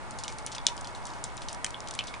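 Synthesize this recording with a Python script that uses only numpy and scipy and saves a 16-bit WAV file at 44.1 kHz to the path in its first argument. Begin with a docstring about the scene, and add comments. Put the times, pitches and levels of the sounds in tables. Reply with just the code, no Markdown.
"""A low rumble and a hollow rush, like tyres on a distant road, lie behind dripping meltwater.
The drops land on wet ice and a puddle, outdoors, close to a hand-held camera with two microphone ports.
Each drop ticks and throws fine spray; a few trap a ringing bubble. Fainter drips patter farther off,
and nearby surfaces return quick echoes."""
import sys
import numpy as np
from scipy import signal
from scipy.fft import rfft, irfft
from scipy.io import wavfile

SR = 44100
rng = np.random.default_rng(int(sys.argv[2]) if len(sys.argv) > 2 else 0)


def transcribe(signal):
    """Save signal, clipped to [-1, 1], as a 16-bit WAV file at the path in sys.argv[1]."""
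    frames = np.atleast_2d(signal).T
    limited = np.clip(frames, -1, 1)
    pcm = np.round(limited * 32767).astype(np.int16)
    wavfile.write(sys.argv[1], SR, pcm)


N = 97020

# The open air all around. Each row: frequency in Hz, relative spectral level in dB.
AIR_SPECTRUM = [(25, 10), (55, 9), (100, 2.5), (170, -2), (300, -3), (420, -6.5), (650, -2), (900, -1),
                (1300, -3), (1750, -8.5), (2600, -15.5), (4500, -20.5), (6500, -24.5), (10000, -24)]
# That air at the two ports. Each row: frequency in Hz, likeness from 0 to 1, left lag in radians.
PORT_LIKENESS = [(56, 0.94, 3.25), (123, 0.69, 2.9), (267, 0.05, 0.92), (550, 0.83, 0.48),
                 (900, 0.82, 0.68), (1520, .8, 1.5), (3000, 0.03, 0.091), (8000, 0.31, .1)]
# The distant rush. Each row: time in seconds, lower and upper band levels in dB relative to RUSH_DB.
RUSH_SWELLS = [(0, -5, -7), (.25, -0.5, -17), (.5, -2, -13), (.68, -1, 0), (.85, -9, -1.5),
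               (1.1, -4.5, -0.5), (1.349, -10.5, -5.5), (1.8, -5, -6.5), (2.2, -16, -6)]
# Faint background hums. Each row: pitch in Hz, width in Hz, level in dB.
HUM_BANDS = [(120.8, 21, -57), (2188, 9.3, -60)]
# Drops close to the microphone. Each row: start in seconds, relative tick level in dB,
# tick centre in Hz, spray level in dB, spray decay in ms.
CLOSE_DROPS = [ (.1093, -21.5, 6200, -39, 10), (0.1875, -19.5, 6200, -33.5, 18),
               (0.237, -17, 5950, -30.5, 13.3), (0.2803, -16, 5400, -37.5, 42),
               (0.324, -24, 6800, -45.5, 18), (.3852, -21.5, 6070, -40, 18), (0.464, -16.5, 6300, -22.5, 7),
               (.5174, -32, 5000, -30.5, 13.4), (.5480, -29, 3800, -29, 11.4),
               (0.5823, -21.5, 3370, -54, 6), (0.6672, 1, 4600, -25, 17), (.7670, -24.5, 6900, -45, 9.2),
               (0.778, -25.5, 3800, -45, 14), (.8107, -19, 7900, -45, 11), (0.8453, -27, 3700, -38, 8.1),
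               (0.8724, -23, 5350, -42, 17), (0.9493, -50, 4200, -36.5, 17.5),
               (1.0542, -20, 6800, -39.5, 28), (1.0690, -18, 8600, -45, 56),
               (1.1357, -31.5, 4950, -45.5, 41), (1.2400, -11, 6950, -31, 13),
               (1.3689, -20, 8100, -60, 4.3), (1.3772, -25.5, 4540, -40, 4.9),
               (1.4192, -26, 3960, -33.5, 10.5), (1.4857, -17, 4400, -35, 28), (1.5292, -17, 7460, -41, 11),
               (1.5468, -22, 7500, -46, 3.9), (1.645, -7.5, 7560, -18, 3), (1.6452, -16, 1900, -49, 5),
               (1.6640, -20.5, 4270, -30, 4.2), (1.7060, -21.5, 6300, -57, 6),
               (1.8050, -21, 6500, -62, 5.6), (1.8741, -26, 6800, -42, 6.8), (1.8861, -21, 5200, -43, 6),
               (1.9098, -16.5, 6200, -36, 4.6), (1.9385, -22, 5700, -36, 10), (1.9512, -18, 7800, -38, 6),
               (1.9900, -11.5, 3000, -33.5, 12), (2.0385, -26.5, 5500, -39, 8.6),
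               (2.0708, -25, 6100, -32, 18), (2.1400, -24.5, 2730, -39, 7.7)]
# Air trapped by drops. Each row: start in seconds, level in dB, starting pitch in Hz, decay in ms.
TRAPPED_BUBBLES = [ (0.2456, -32, 2830, 1.6), (.2955, -36, 2200, 3), (.5485, -34, 3400, 2),
                   (.5652, -30, 2560, 1.5), (0.5829, -27, 3300, 1.2), (0.6672, -10, 3390, 1.4),
                   (.8538, -30, 3370, 0.94), (1.2409, -20.5, 7200, 0.75), (1.4858, -32, 3980, 2.3),
                   (1.6463, -19, 3070, 0.86), (1.7442, -23.5, 3210, 1.54), (1.9905, -17, 2350, 0.99),
                   (1.9918, -20, 3020, 3.4), (2.0080, -21.5, 2620, 1.3), (2.1398, -30, 2300, 3.3),
                   (2.1427, -38.5, 3390, 2.4)]
# Echoes off the ice close by. Each row: delay in ms, level in dB, upper edge in Hz.
ICE_ECHOES = [(.65, -24, 9000), (1.4, -19, 9500), (2.4, -15, 9000)]
# Echoes off farther surfaces. Each row: delay in ms, level in dB, upper edge in Hz.
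WALL_ECHOES = [(8.3, -10, 3300), (18.3, -15.5, 5600), (19.4, -19.5, 4200), (32.3, -30.5, 5000)]
# The microphone's colour. Each row: frequency in Hz, level of the left port over the right in dB.
PORT_BALANCE = [(500, 0.7), (900, -0.7), (1600, -2.5), (2400, -2), (3300, 0), (5000, -1), (6600, 4),
                (8300, -1)]

AIR_DB = -40.5
RUSH_DB, RUSH_HZ, RUSH_WIDTH_HZ, RUSH_LAG_S = -48.5, (857.4, 967), (58, 22.3), 0.0002
PATTER_PER_S, PATTER_DB, PATTER_SPREAD_DB = 120, -46.5, 3
TICK_CYCLES, TICK_TRIM_DB, PAN_DB = 0.52, -2.5, 1.1
SLAP_WITHIN_S, SLAP_DB, SLAP_PITCH_SPREAD = 0.002, -6, 0.32
SPRAY_PER_S, SPRAY_SPREAD_DB = 1500, 3.5
DROPLET_HZ, DROPLET_PITCH_SPREAD, DROPLET_CYCLES = 6730, 0.45, 1.2
BUBBLE_RISE_PER_S, BUBBLE_ATTACK_S = 21, 0.00016
ECHO_LOW_HZ, TREBLE_CUT_HZ = 2100, 10000
SCATTER_DB, SCATTER_S, TAIL_DB, TAIL_S = -12, 0.00051, -14, 0.027


def undb(db):
    """Decibels to gain."""
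    return 10 ** (np.asarray(db) / 20)


def level(x, db):
    """Scale to an rms level."""
    return x * undb(db) / np.sqrt(np.mean(x ** 2))


def add(out, start, x):
    """Mix a short sound in at a time in seconds."""
    i = int(start * SR)
    if 0 <= i < N:
        out[..., i:i + x.shape[-1]] += x[..., :N - i]


def panned(x, db):
    """Place a sound to the left (positive dB) or right."""
    return x * undb(np.array([[db], [-db]]) / 2)


def curve(points):
    """A (Hz, value) table read at every frequency bin."""
    hz, value = np.array(points).T
    return np.interp(np.log(np.arange(N // 2 + 1) * SR / N + 1e-9), np.log(hz), value)


def narrow_noise(hz, width):
    """Noise in a narrow band around a centre."""
    noise = rng.standard_normal(N) + 1j * rng.standard_normal(N)
    slow = signal.sosfilt(signal.butter(2, width / 2, fs=SR, output="sos"), noise)
    return np.real(slow * np.exp(2j * np.pi * hz * np.arange(1, N + 1) / SR))


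def air_rumble():
    """A wide low rumble with faint hiss, only partly alike at the two ports."""
    ports = np.array(PORT_LIKENESS)
    likeness, lag = curve(ports[:, [0, 1]]), curve(ports[:, [0, 2]])
    right, left_only = rfft(rng.standard_normal((2, N)))
    left = likeness * np.exp(-1j * lag) * right + np.sqrt(1 - likeness ** 2) * left_only
    return level(irfft(np.array([left, right]) * undb(curve(AIR_SPECTRUM)), N), AIR_DB)


def road_rush():
    """Distant road noise: two hollow bands swell and fade, reaching the left port slightly late."""
    t = np.arange(N) / SR
    times, *swells = np.array(RUSH_SWELLS).T
    rush = sum(level(narrow_noise(hz, width), RUSH_DB) * undb(np.interp(t, times, db))
               for hz, width, db in zip(RUSH_HZ, RUSH_WIDTH_HZ, swells))
    return np.array([np.roll(rush, int(RUSH_LAG_S * SR)), rush])


def hums():
    """Two faint hums, one low and one high, spread wide."""
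    return sum(level(np.array([narrow_noise(hz, width), narrow_noise(hz, width)]), db)
               for hz, width, db in HUM_BANDS)


def tick(hz, cycles):
    """A contact that swells and dies within a few cycles and moves no bass."""
    turns = np.arange(220) * hz / SR
    age = 2 * turns / cycles
    pulse = -np.sin(2 * np.pi * turns) * age * np.exp(1 - age)
    return np.gradient(pulse, 2 * np.pi * hz / SR)


def droplets(out, times, gains):
    """Tiny droplets land, each with its own pitch, ring and place."""
    for start, gain, (pitch, ring, place) in zip(times, gains, rng.standard_normal((len(times), 3))):
        hz = np.clip(DROPLET_HZ * np.exp(DROPLET_PITCH_SPREAD * pitch), 1800, 11000)
        droplet = tick(hz, DROPLET_CYCLES * np.exp(ring / 2))
        add(out, start, gain * panned(droplet, PAN_DB + 3 * place))


def far_patter():
    """Faint drips land at random, farther from the microphone."""
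    out, count = np.zeros((2, N)), int(PATTER_PER_S * N / SR)
    times = rng.random(count) * N / SR
    droplets(out, times, undb(PATTER_DB + PATTER_SPREAD_DB * rng.standard_normal(count)))
    return out


def close_drops():
    """Each drop ticks on the wet ice and slaps twice more as it spreads; its spray falls back, fading."""
    out = np.zeros((2, N))
    for start, db, hz, spray_db, spray_ms in CLOSE_DROPS:
        add(out, start, panned(tick(hz, TICK_CYCLES), PAN_DB) * undb(db + TICK_TRIM_DB))
        for late, (pitch, place) in zip(rng.random(2), rng.standard_normal((2, 2))):
            slap_hz = min(hz * np.exp(SLAP_PITCH_SPREAD * pitch), SR / 4)
            slap = tick(slap_hz, cycles=1.02) * undb(db + SLAP_DB - 3.8 * late)  # later is softer
            add(out, start + SLAP_WITHIN_S * late, panned(slap, 4 * place))
        age = (np.arange(100) + rng.random(100)) / SPRAY_PER_S
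        spray_gains = undb(spray_db + SPRAY_SPREAD_DB * rng.standard_normal(len(age)))
        droplets(out, start + age, spray_gains * np.exp(-age / (spray_ms / 1000)))
    return out


def bubbles():
    """Trapped air rings for a few milliseconds and rises in pitch."""
    out, t = np.zeros(N), np.arange(SR // 40) / SR
    for start, db, hz, decay_ms in TRAPPED_BUBBLES:
        ring = np.sin(2 * np.pi * hz * (t + BUBBLE_RISE_PER_S * t ** 2 / 2))
        envelope = (1 - np.exp(-t / BUBBLE_ATTACK_S)) * np.exp(-t / (decay_ms / 1000))
        add(out, start, undb(db) * ring * envelope)
    return panned(out, db=0.3)


def reflections(echoes, size):
    """The direct path to the microphone, followed by band-limited echoes."""
    response = signal.unit_impulse(size)
    for delay_ms, db, edge_hz in echoes:
        band = signal.butter(2, [ECHO_LOW_HZ, edge_hz], "band", fs=SR, output="sos")
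        response += undb(db) * signal.sosfilt(band, signal.unit_impulse(size, int(delay_ms * SR / 1000)))
    return response


def surroundings(x):
    """Ice and walls give a few quick echoes; rough surfaces scatter a short tail."""
    size = SR // 6
    t = np.arange(size) / SR
    response = signal.fftconvolve(reflections(ICE_ECHOES, size), reflections(WALL_ECHOES, size))[:size]
    for db, decay_s in (SCATTER_DB, SCATTER_S), (TAIL_DB, TAIL_S):
        fade = np.exp(-t / decay_s) * np.sqrt(2 / (decay_s * SR))  # unit energy
        response = response + undb(db) * rng.standard_normal((2, size)) * fade
    return signal.fftconvolve(x, response, axes=1)[:, :N]


def scene():
    """Rumble, road and hums in the distance; drips and their echoes in front."""
    background = air_rumble() + road_rush() + hums()
    return background + surroundings(close_drops() + bubbles() + far_patter())


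def record(dry):
    """The two microphone ports colour the sound differently; the camera cuts off the top of the treble."""
    tilt_db = curve(PORT_BALANCE) / 2
    coloured = irfft(rfft(dry) * undb(np.array([tilt_db, -tilt_db])), N)
    return signal.sosfilt(signal.ellip(10, 0.2, 60, TREBLE_CUT_HZ, fs=SR, output="sos"), coloured)


dry = scene()
out = record(dry)
transcribe(out)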